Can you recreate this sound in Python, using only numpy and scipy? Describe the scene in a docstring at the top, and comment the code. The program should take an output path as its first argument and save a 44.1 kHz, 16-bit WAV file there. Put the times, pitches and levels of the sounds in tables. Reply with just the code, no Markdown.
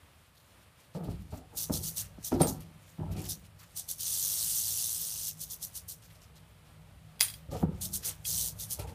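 """Rattlesnakes on the ribbed steel bed of a truck, in the open air, over a low outdoor rumble of shaped noise.
Grit rustles (tiny pitched clicks), boots thud and shift (blows and slips on plate modes), a tail shakes
(bunched clicks of horn segments), and tongs clink (cracks of noise with ringing metal). More short shakes
lead to a long buzz, fading into weak shakes and faint rustles. Tongs clink again, a boot thuds, shakes
return, and a second long buzz comes with a last faint clink and last thuds."""
import sys
import numpy as np
from scipy import signal
from scipy.fft import rfft, irfft, next_fast_len
from scipy.io import wavfile

SR = 44100
rng = np.random.default_rng(int(sys.argv[2]) if len(sys.argv) > 2 else 0)


def persist_wave(psi):
    """Save psi, clipped to +-1, as 16-bit WAV."""
    counts = np.round(np.clip(psi, -1, 1) * 32767).astype(np.int16)
    wavfile.write(sys.argv[1], SR, np.atleast_2d(counts).T)


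N = 394254

# Short tail shakes. Each row: start in seconds, hold in seconds, level in dB, rise in ms per 20 dB.
TAIL_SHAKES = [(1.575, 0.071, -33, 18), (1.727, 0.05, -33, 11), (1.835, 0.058, -35, 18),
               (1.971, 0.043, -35, 20), (2.247, 0.037, -36, 18), (2.471, 0.028, -34, 9),
               (3.295, 0.028, -35, 21), (3.766, 0.036, -35.5, 14), (3.889, 0.028, -34, 11),
               (4.002, .05, -34.5, 23), (5.409, 0.031, -38, 33), (5.508, 0.032, -40, 26),
               (5.626, .025, -37.5, 18), (5.753, 0.027, -39, 22), (5.886, 0.039, -40.5, 8),
               (7.814, 0.045, -34.5, 7), (7.936, 0.031, -34, 19), (8.048, .045, -33.5, 7),
               (8.599, 0.044, -38.5, 28), (8.709, 0.027, -33.5, 14)]
# Long buzzes, one list each, from full voice to the moment the tail stops.
# Each row: time in seconds, effort in dB.
LONG_BUZZES = [
    [(4.068, -32.5), (4.25, -30.5), (4.59, -31.5), (5.12, -36.5), (5.29, -34)],
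    [(8.254, -35.5), (8.3, -30), (8.484, -33)],
]
# Tail speed. Each row: time in seconds, strokes per second.
TAIL_SPEED = [(0, 143), (4.1, 82), (4.4, 113), (4.94, 118), (5.2, 108), (5.4, 92), (8.2, 119), (8.94, 130)]
# Spectrum of the rattle. Each row: frequency in Hz, relative density in dB per Hz.
RATTLE_SPECTRUM = [(880, -19), (1500, -20.5), (2420, -20), (3610, -9.5), (3830, -10.5), (4060, -8),
                   (5040, -7.5), (5950, -1.5), (7300, -5.5), (9330, -2), (11100, -4.5), (12900, -5),
                   (14800, -2.5), (15500, -0.5)]
BUZZ_RISE_MS, TAIL_FALL_MS = 12.0, 44.4   # per 20 dB

# Boot thuds. Each row: time in seconds, relative blow level in dB, Hz of the panel hit, brightness in dB.
BOOT_THUDS = [(0.95, -39, 149, -3), (1.048, -50, 170, -3), (1.082, -25, 102, -15.5), (1.323, -30, 101, -26),
              (1.698, -18, 245, -17.5), (2.178, -38, 204, -18), (2.32, -20, 310, -10.5),
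              (2.4042, -17, 176, -7.5), (2.427, -23, 200, -12), (2.984, -32.5, 165, -21),
              (3.01, -26, 90, -43), (7.517, -39, 96, -9), (7.628, -15.5, 199, -15), (8.791, -31.5, 82, -14),
              (8.878, -42, 89, -39)]
# Modes of the steel bed. Each row: frequency in Hz, relative level in dB, free t60 in seconds.
BED_MODES = [(61.5, 3.5, 0.063), (97.1, 1.5, 0.15), (156, 1.5, 0.2), (197, 0, 0.11), (262, 0.5, 0.083),
             (306.3, -1.5, 0.11), (350.5, 0, 0.073), (408.5, -9, 0.2), (466.5, 0, 0.038),
             (568, -2.5, 0.059), (609, 1.5, 0.033), (741, -1, 0.063), (817, 8, 0.013), (991, -4, 0.024),
             (1202, 0.5, 0.013), (1353, -12.5, 0.12)]
# Upper edges in Hz of the boom, drum and knock ranges of modes; the rasp range lies above them.
MODE_RANGE_EDGES_HZ = (125, 220, 440)
# A sole shifts its weight on the steel. Each row: start in seconds, hold in seconds, then the levels
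# in dB of the modes in the boom, drum, knock and rasp ranges.
WEIGHT_SHIFTS = [(0.95, 0.1, -55, -39.5, -48.5, -50), (1.073, 0.02, -36.5, -45, -44.5, -59),
                 (1.323, 0.019, -52, -59, -49, -50), (1.528, 0.011, -64, -68, -61, -56.5),
                 (1.698, 0.023, -36.5, -36, -43, -42.5), (2.319, 0.012, -36, -37, -31, -36),
                 (2.405, 0.01, -40, -32, -33, -29), (2.99, 0.18, -40, -43, -48.5, -55.5),
                 (3.168, 0.064, -55, -47.5, -52, -54), (7.488, 0.07, -38.5, -50, -61, -63),
                 (7.518, 0.033, -54, -52, -48.5, -44), (7.628, 0.0067, -36, -33.5, -39.5, -44.5),
                 (7.86, 0.14, -60, -55, -66.5, -75), (8.05, 0.033, -53.5, -75, -64, -56),
                 (8.788, 0.014, -39, -59, -59, -45.5), (8.882, .06, -49, -56, -60, -66)]
# Fall of a weight shift in ms, range by range; the first 20 dB take this long.
WEIGHT_FALL_MS = (241, 216, 139, 102)
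WEIGHT_RISE_MS = 5.0   # for the first 20 dB
WEIGHT_ROUNDING = 0.92   # under 1: a quick first drop, then a lingering tail
SOLE_CUT_HZ = 800   # a rubber sole rubs dull
# The lowest modes of the bed hum all along. Each row: time in seconds, level in dB.
BED_HUM = [(0, -74), (.85, -77), (1.4, -56.5), (2.1, -51), (2.8, -64.5), (3.7, -59), (4.6, -56), (5.3, -56),
           (5.9, -57.5), (6.5, -57), (7.0, -54), (7.4, -53.5), (7.85, -49), (8.15, -56), (8.35, -45.5),
           (8.94, -50.5)]
HUM_RASP_DB = -16   # share of the rasp range, under the hum

# Tong clinks. Each row: time in seconds, then relative levels in dB of crack, jaw ring and shaft ring.
TONG_CLINKS = [(2.406, -42, -70, -48), (2.418, -23.5, -37, -46), (2.432, -31, -62, -37),
               (2.444, -38, -62, -54), (7.161, -68, -80, -63), (7.195, -40, -58, -47),
               (7.2044, -28, -30, -30.5), (7.209, -11, -24.5, -24), (7.218, -23, -44, -25),
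               (7.227, -39, -24, -30), (7.248, -51, -36, -47), (7.283, -48, -42, -38.5),
               (7.3, -40, -48, -42), (7.339, -40.5, -51, -43), (8.252, -44, -62, -36)]
# Modes of the jaw. Each row: frequency in Hz, relative level in dB, t60 in seconds.
JAW_MODES = [(8646, -11, .16), (8785, -13, .13), (8899, -11, .16), (9000, -14, .13), (9055, -8, .14),
             (9240, -14, .1), (9776, -6, .07), (10150, -4, .08), (10560, -3, .07), (11040, -10, .07),
             (12190, -14, .06), (13440, -12, .06), (14280, -12, .06), (14770, -10, .05)]
# Modes of the shaft. Each row: frequency in Hz, relative level in dB, t60 in seconds.
SHAFT_MODES = [(2100, -11, .025), (2550, -9, .03), (3300, -4, .05), (4800, -5, .04), (4915, -7, .045)]
# Modes of the hinge. Each row: frequency in Hz, relative level in dB, t60 in seconds before the grip.
HINGE_MODES = [(8690, -0.5, 0.21), (10970, 5.5, 0.03)]
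# The hinge rings once. The row: time in seconds, relative level in dB, second at which the closing grip damps it.
HINGE_RING = (2.417, -25, 2.467)
# Spectrum of the crack. Each row: frequency in Hz, relative density in dB per Hz.
CRACK_SPECTRUM = [(290, -31.5), (500, -14.5), (2330, -2.5), (2930, -7.5), (3240, -1.5), (4840, -2),
                  (5280, -4), (12900, -3.5), (14600, 3.5), (15500, 7)]
PULSE_DB, PULSE_GROWTH = 15, 1.5   # the contact pulse grows faster than the crack
HISS_DB, HISS_FALL_MS = -14, 88   # relative to the crack; per 20 dB

# The clearest rustles of scales and grit. Each row: start in seconds, hold in seconds, level in dB.
CLEAR_RUSTLES = [(0.951, .01, -56), (1.04, 0.011, -60), (1.1, 0.017, -61), (1.317, 0.073, -65),
                 (1.974, 0.081, -54), (2.317, 0.033, -51), (2.406, 0.019, -41), (2.552, .013, -63),
                 (2.607, .0093, -56), (2.825, 0.1, -67), (3.115, 0.023, -56.5), (3.169, 0.048, -50.5),
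                 (3.242, 0.022, -48), (3.446, 0.0085, -66), (3.595, 0.047, -57.5), (3.696, 0.016, -66),
                 (6.025, .03, -60), (6.104, 0.014, -60.5), (6.15, 0.012, -64), (6.217, 0.02, -62),
                 (6.358, 0.014, -63), (6.815, 0.01, -80), (7.516, 0.1, -53), (8.032, 0.074, -46.5),
                 (8.794, 0.016, -47), (8.878, 0.022, -55)]
# Spectrum of the rustle. Each row: frequency in Hz, relative density in dB per Hz.
RUSTLE_SPECTRUM = [(400, -29), (1000, -6), (2500, 2.5), (5000, 4), (9000, 4), (15500, 5.5)]
RUSTLE_RISE_MS, RUSTLE_FALL_MS = 12, 43   # per 20 dB
STIR_DB, STIR_SWING_DB, STIR_PER_S = -76, 5.0, 7   # fainter stirring comes and goes by chance
GRIT_PATCHY_DB = 4.0   # each size of grit is stirred by turns

# Spectrum of the open air. Each row: frequency in Hz, relative density in dB.
AIR_SPECTRUM = [(18, -90), (30, -13), (85, 1.5), (389, -18), (575, -12.5), (747, -16.5), (1200, -15),
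                (1470, -17.5), (3230, -20), (6540, -30.5), (9190, -25.5), (14300, -31), (15500, -31)]
AIR_DB = -61
LOW_CUT_HZ = 40   # of the microphone
TOP_STOP_HZ = 15965   # from here up the top is 70 dB down


def rattle(per_s, bunching, second, odd_db, cycles, blur_db):
    """Periodic impact excitation: hollow horn segments click, bunched at each turn of the tail."""
    strokes_per_s = along(TAIL_SPEED) * (1 + .01 * drift(6))
    phase = 2 * np.pi * np.cumsum(strokes_per_s) / SR
    turn = np.exp(bunching * (np.cos(phase) + second * np.cos(2 * phase)))
    clicks = grains(per_s * turn / turn.mean(), spread_db=1.5)
    clicks = clicks * from_db(odd_db * np.cos(phase / 2))   # one side hits harder
    dealt = rng.integers(0, 20, N)
    # each segment rings a few cycles at its own pitch, growing louder or softer by chance
    rings = np.zeros(N)
    for k, hz in enumerate(np.geomspace(2800, 15000, 20)):
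        own_clicks = clicks * (dealt == k) * from_db(3.0 * drift(8))
        rings += hz * ring(own_clicks, hz, cycles / hz)
    # the bed walls smear part of the clicks into hiss, here white noise
    blur = from_db(blur_db) * rng.standard_normal(N)
    sound = colour(rms_one(rings) + blur, RATTLE_SPECTRUM)
    effort = swells([(*row, TAIL_FALL_MS) for row in TAIL_SHAKES], rounding=0.74)
    effort += sum(held(rows, BUZZ_RISE_MS, TAIL_FALL_MS) for rows in LONG_BUZZES)
    return effort * from_db(.7 * drift(15)) * sound


def bed(thud_db, reach_db, bounce_s):
    """Modal response of a plate: blows, frictional slips and a steady stir excite the steel's modes."""
    s, blow_db, panel_hz, bright_db = np.transpose(BOOT_THUDS)
    at = (s * SR).astype(int)
    sole = signal.butter(2, SOLE_CUT_HZ, fs=SR, output="sos")
    slips = signal.sosfilt(sole, grains(500, spread_db=0.0) + 1e-18)
    struck, rubbed = np.zeros(N), np.zeros((4, N))
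    for k, (hz, level_db, t60) in enumerate(BED_MODES):
        sign = (-1) ** k
        part = np.searchsorted(MODE_RANGE_EDGES_HZ, hz)
        # as the sole moves, each upper mode is rubbed harder or softer by turns
        uneven = from_db(3 * drift(5)) if part >= 2 else 1
        rubbed[part] += sign * from_db(level_db) * ring(slips * uneven, hz, t60)
        # low modes answer most near the panel hit; the upper ones follow the hardness of the sole
        answer_db = -reach_db * abs(np.log2(hz / panel_hz)) if hz < 380 else bright_db + 6
        clicks = np.zeros(N)
        clicks[at] = from_db(blow_db + thud_db + level_db + answer_db)
        clicks[at + round(bounce_s * SR)] = .6 * clicks[at] * rng.uniform(-1, 1, len(at))
        # the boot stays down and damps the plate
        struck += sign * ring(clicks, hz, min(0.8 * t60, .16))
    # the sole spreads the contact over a moment
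    struck = signal.sosfilt(sole, struck)
    gains = []
    for k, fall in enumerate(WEIGHT_FALL_MS):
        rows = [(start, hold, db[k], WEIGHT_RISE_MS, fall) for start, hold, *db in WEIGHT_SHIFTS]
        gains.append(swells(rows, WEIGHT_ROUNDING))
    gains[3] += from_db(along(BED_HUM) + HUM_RASP_DB)
    # each change of load eases in over a few ms
    gains = signal.lfilter([.01], [1, -.99], gains)
    shifting = sum(gain * rms_one(part) for gain, part in zip(gains, rubbed))
    stir = rng.standard_normal(N)
    hum = np.zeros(N)
    for hz, level_db, t60 in BED_MODES[:3]:
        mode = ring(ring(stir, hz, t60), hz, t60 / 2)
        hum += from_db(level_db) * rms_one(mode)
    return struck + from_db(along(BED_HUM)) * rms_one(hum) + shifting


def tongs():
    """Impact of metal on metal: a crack with a dying hiss excites the modes of jaw and shaft."""
    rings = strike([(s, jaw) for s, crack, jaw, shaft in TONG_CLINKS], JAW_MODES)
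    rings += strike([(s, shaft) for s, crack, jaw, shaft in TONG_CLINKS], SHAFT_MODES)
    s, level_db, gripped = HINGE_RING
    click = from_db(level_db) * (np.arange(N) == round(s * SR))
    ping = sum(from_db(db) * ring(click, hz, t60) for hz, db, t60 in HINGE_MODES)
    rings += ping * swells([(s, gripped - s, 0, 1, 6.0)])
    crack = swells([(s, 0, db, .6, 5.0) for s, db, *_ in TONG_CLINKS])
    hiss = swells([(s, 0, db + HISS_DB, 1.2, HISS_FALL_MS) for s, db, *_ in TONG_CLINKS])
    # the first instant of contact is one sharp pulse
    pulses = [(s, PULSE_DB + PULSE_GROWTH * db) for s, db, *_ in TONG_CLINKS]
    rings += strike(pulses, [(5000, 0, .0012)])
    return rings + (crack + hiss) * colour(rng.standard_normal(N), CRACK_SPECTRUM)


def rustle():
    """Granular friction: dense fine grains ring briefly, each size at its own pitch, in short swells."""
    effort = swells([(*row, RUSTLE_RISE_MS, RUSTLE_FALL_MS) for row in CLEAR_RUSTLES])
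    effort += from_db(STIR_DB + STIR_SWING_DB * drift(STIR_PER_S))
    clicks, dealt = grains(6000, spread_db=1.5), rng.integers(0, 12, N)
    rings = np.zeros(N)
    for k, hz in enumerate(np.geomspace(900, 15000, 12)):
        own_clicks = clicks * (dealt == k) * from_db(GRIT_PATCHY_DB * drift(12))
        rings += np.sqrt(hz) * ring(own_clicks, hz, 9.0 / hz)
    return effort * colour(rings, RUSTLE_SPECTRUM)


def air():
    """Broadband noise of many distant sources: a fixed spectrum with a gently unsteady level."""
    sway_db = 1.2 * drift(3)
    return from_db(AIR_DB + sway_db) * colour(rng.standard_normal(N), AIR_SPECTRUM)


def strike(rows, modes):
    """Modal excitation by blows of (s, dB): each mode takes a chance sign and strength per blow."""
    s, blow_db = np.transpose(rows)
    at = (s * SR).astype(int)
    out = np.zeros(N)
    for hz, level_db, t60 in modes:
        strength = from_db(blow_db + level_db + rng.normal(0, 2.5, len(s)))
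        clicks = np.zeros(N)
        clicks[at] = strength * rng.choice([-1, 1], len(s))
        out += ring(clicks, hz, t60)
    return out


def ring(x, hz, t60):
    """Damped resonance: a unit click rings a sinusoid of height about 1; nothing passes at 0 Hz."""
    r, w = from_db(-60 / (t60 * SR)), 2 * np.pi * hz / SR
    return signal.lfilter([.5, 0, -.5], [1, -2 * r * np.cos(w), r * r], x + 1e-18)


def grains(per_s, spread_db):
    """Random point process: clicks of either sign, their sizes spread upward in dB."""
    sizes = from_db(spread_db * np.minimum(rng.exponential(1, N), 5)) * rng.choice([-1, 1], N)
    return sizes * (rng.random(N) < per_s / SR)


def swells(rows, rounding=1):
    """Growth and decay in dB, for rows of (start s, hold s, dB, rise ms, fall ms)."""
    out = np.zeros(N)
    for start, hold, level_db, rise, fall in rows:
        first = max(0, round((start - .3) * SR))
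        last = min(N, round((start + hold + fall / 250) * SR))
        near = np.arange(first, last)
        ms = 1000 * (near / SR - start)
        # distance outside the hold, in units of the rise or fall time
        past = np.maximum(-ms / max(rise, .1), (ms - 1000 * hold) / max(fall, .1))
        out[near] += from_db(level_db - 20 * np.maximum(past, 0) ** rounding)
    return out


def held(rows, rise, fall):
    """Exponential growth before a level curve and decay after it (ms per 20 dB)."""
    (start, first_db), (end, last_db) = rows[0], rows[-1]
    before, after = (start - rise / 250, first_db - 80), (end + fall / 250, last_db - 80)
    return from_db(along([before, *rows, after]))


def colour(x, spectrum):
    """Linear filtering: weight a noise-like signal by a spectrum; rms 1."""
    size = next_fast_len(N)
    hz = np.maximum(np.arange(size // 2 + 1) * SR / size, 1)
    return rms_one(irfft(rfft(x, size) * from_db(at_hz(spectrum, hz)), size)[:N])


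def drift(rate):
    """Low-passed random fluctuation of rms 1; rate in Hz sets its speed."""
    r = np.exp(-80 * np.pi * rate / SR)   # one value every 40 samples
    slow = signal.lfilter([1], [1, -2 * r, r * r], rng.standard_normal(N // 40 + 2002))[2000:]
    return np.interp(np.arange(N) / 40, np.arange(len(slow)), rms_one(slow))


def along(rows, column=1):
    """Linear interpolation of a column in time; -140 outside the table's span."""
    rows = np.array(rows)
    return np.interp(np.arange(N) / SR, rows[:, 0], rows[:, column], left=-140, right=-140)


def at_hz(points, hz):
    """Interpolation of a spectrum on a log-frequency axis."""
    points = np.array(points)
    return np.interp(np.log(hz), np.log(points[:, 0]), points[:, 1])


def rms_one(x):
    """Normalisation of mean power: scale to unit rms."""
    return x / np.sqrt(np.mean(x ** 2) + 1e-20)


def from_db(db):
    """Logarithmic level law: decibels to amplitude gain."""
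    return 10 ** (np.asarray(db) / 20)


def scene():
    """Superposition of all sources at one microphone."""
    tail = rattle(per_s=7000, bunching=.47, second=.75, odd_db=.8, cycles=22.0, blur_db=-4)
    steel = bed(thud_db=-3.0, reach_db=14, bounce_s=0.00615)
    return (tail + steel + tongs() + rustle() + air())[None]


def record(dry):
    """Band limiting: the deepest bass is lost, the top is cut."""
    dry = signal.sosfilt(signal.butter(2, LOW_CUT_HZ, "high", fs=SR, output="sos"), dry)
    return signal.sosfilt(signal.cheby2(14, 70, TOP_STOP_HZ, fs=SR, output="sos"), dry)


dry = scene()
out = record(dry)
persist_wave(out)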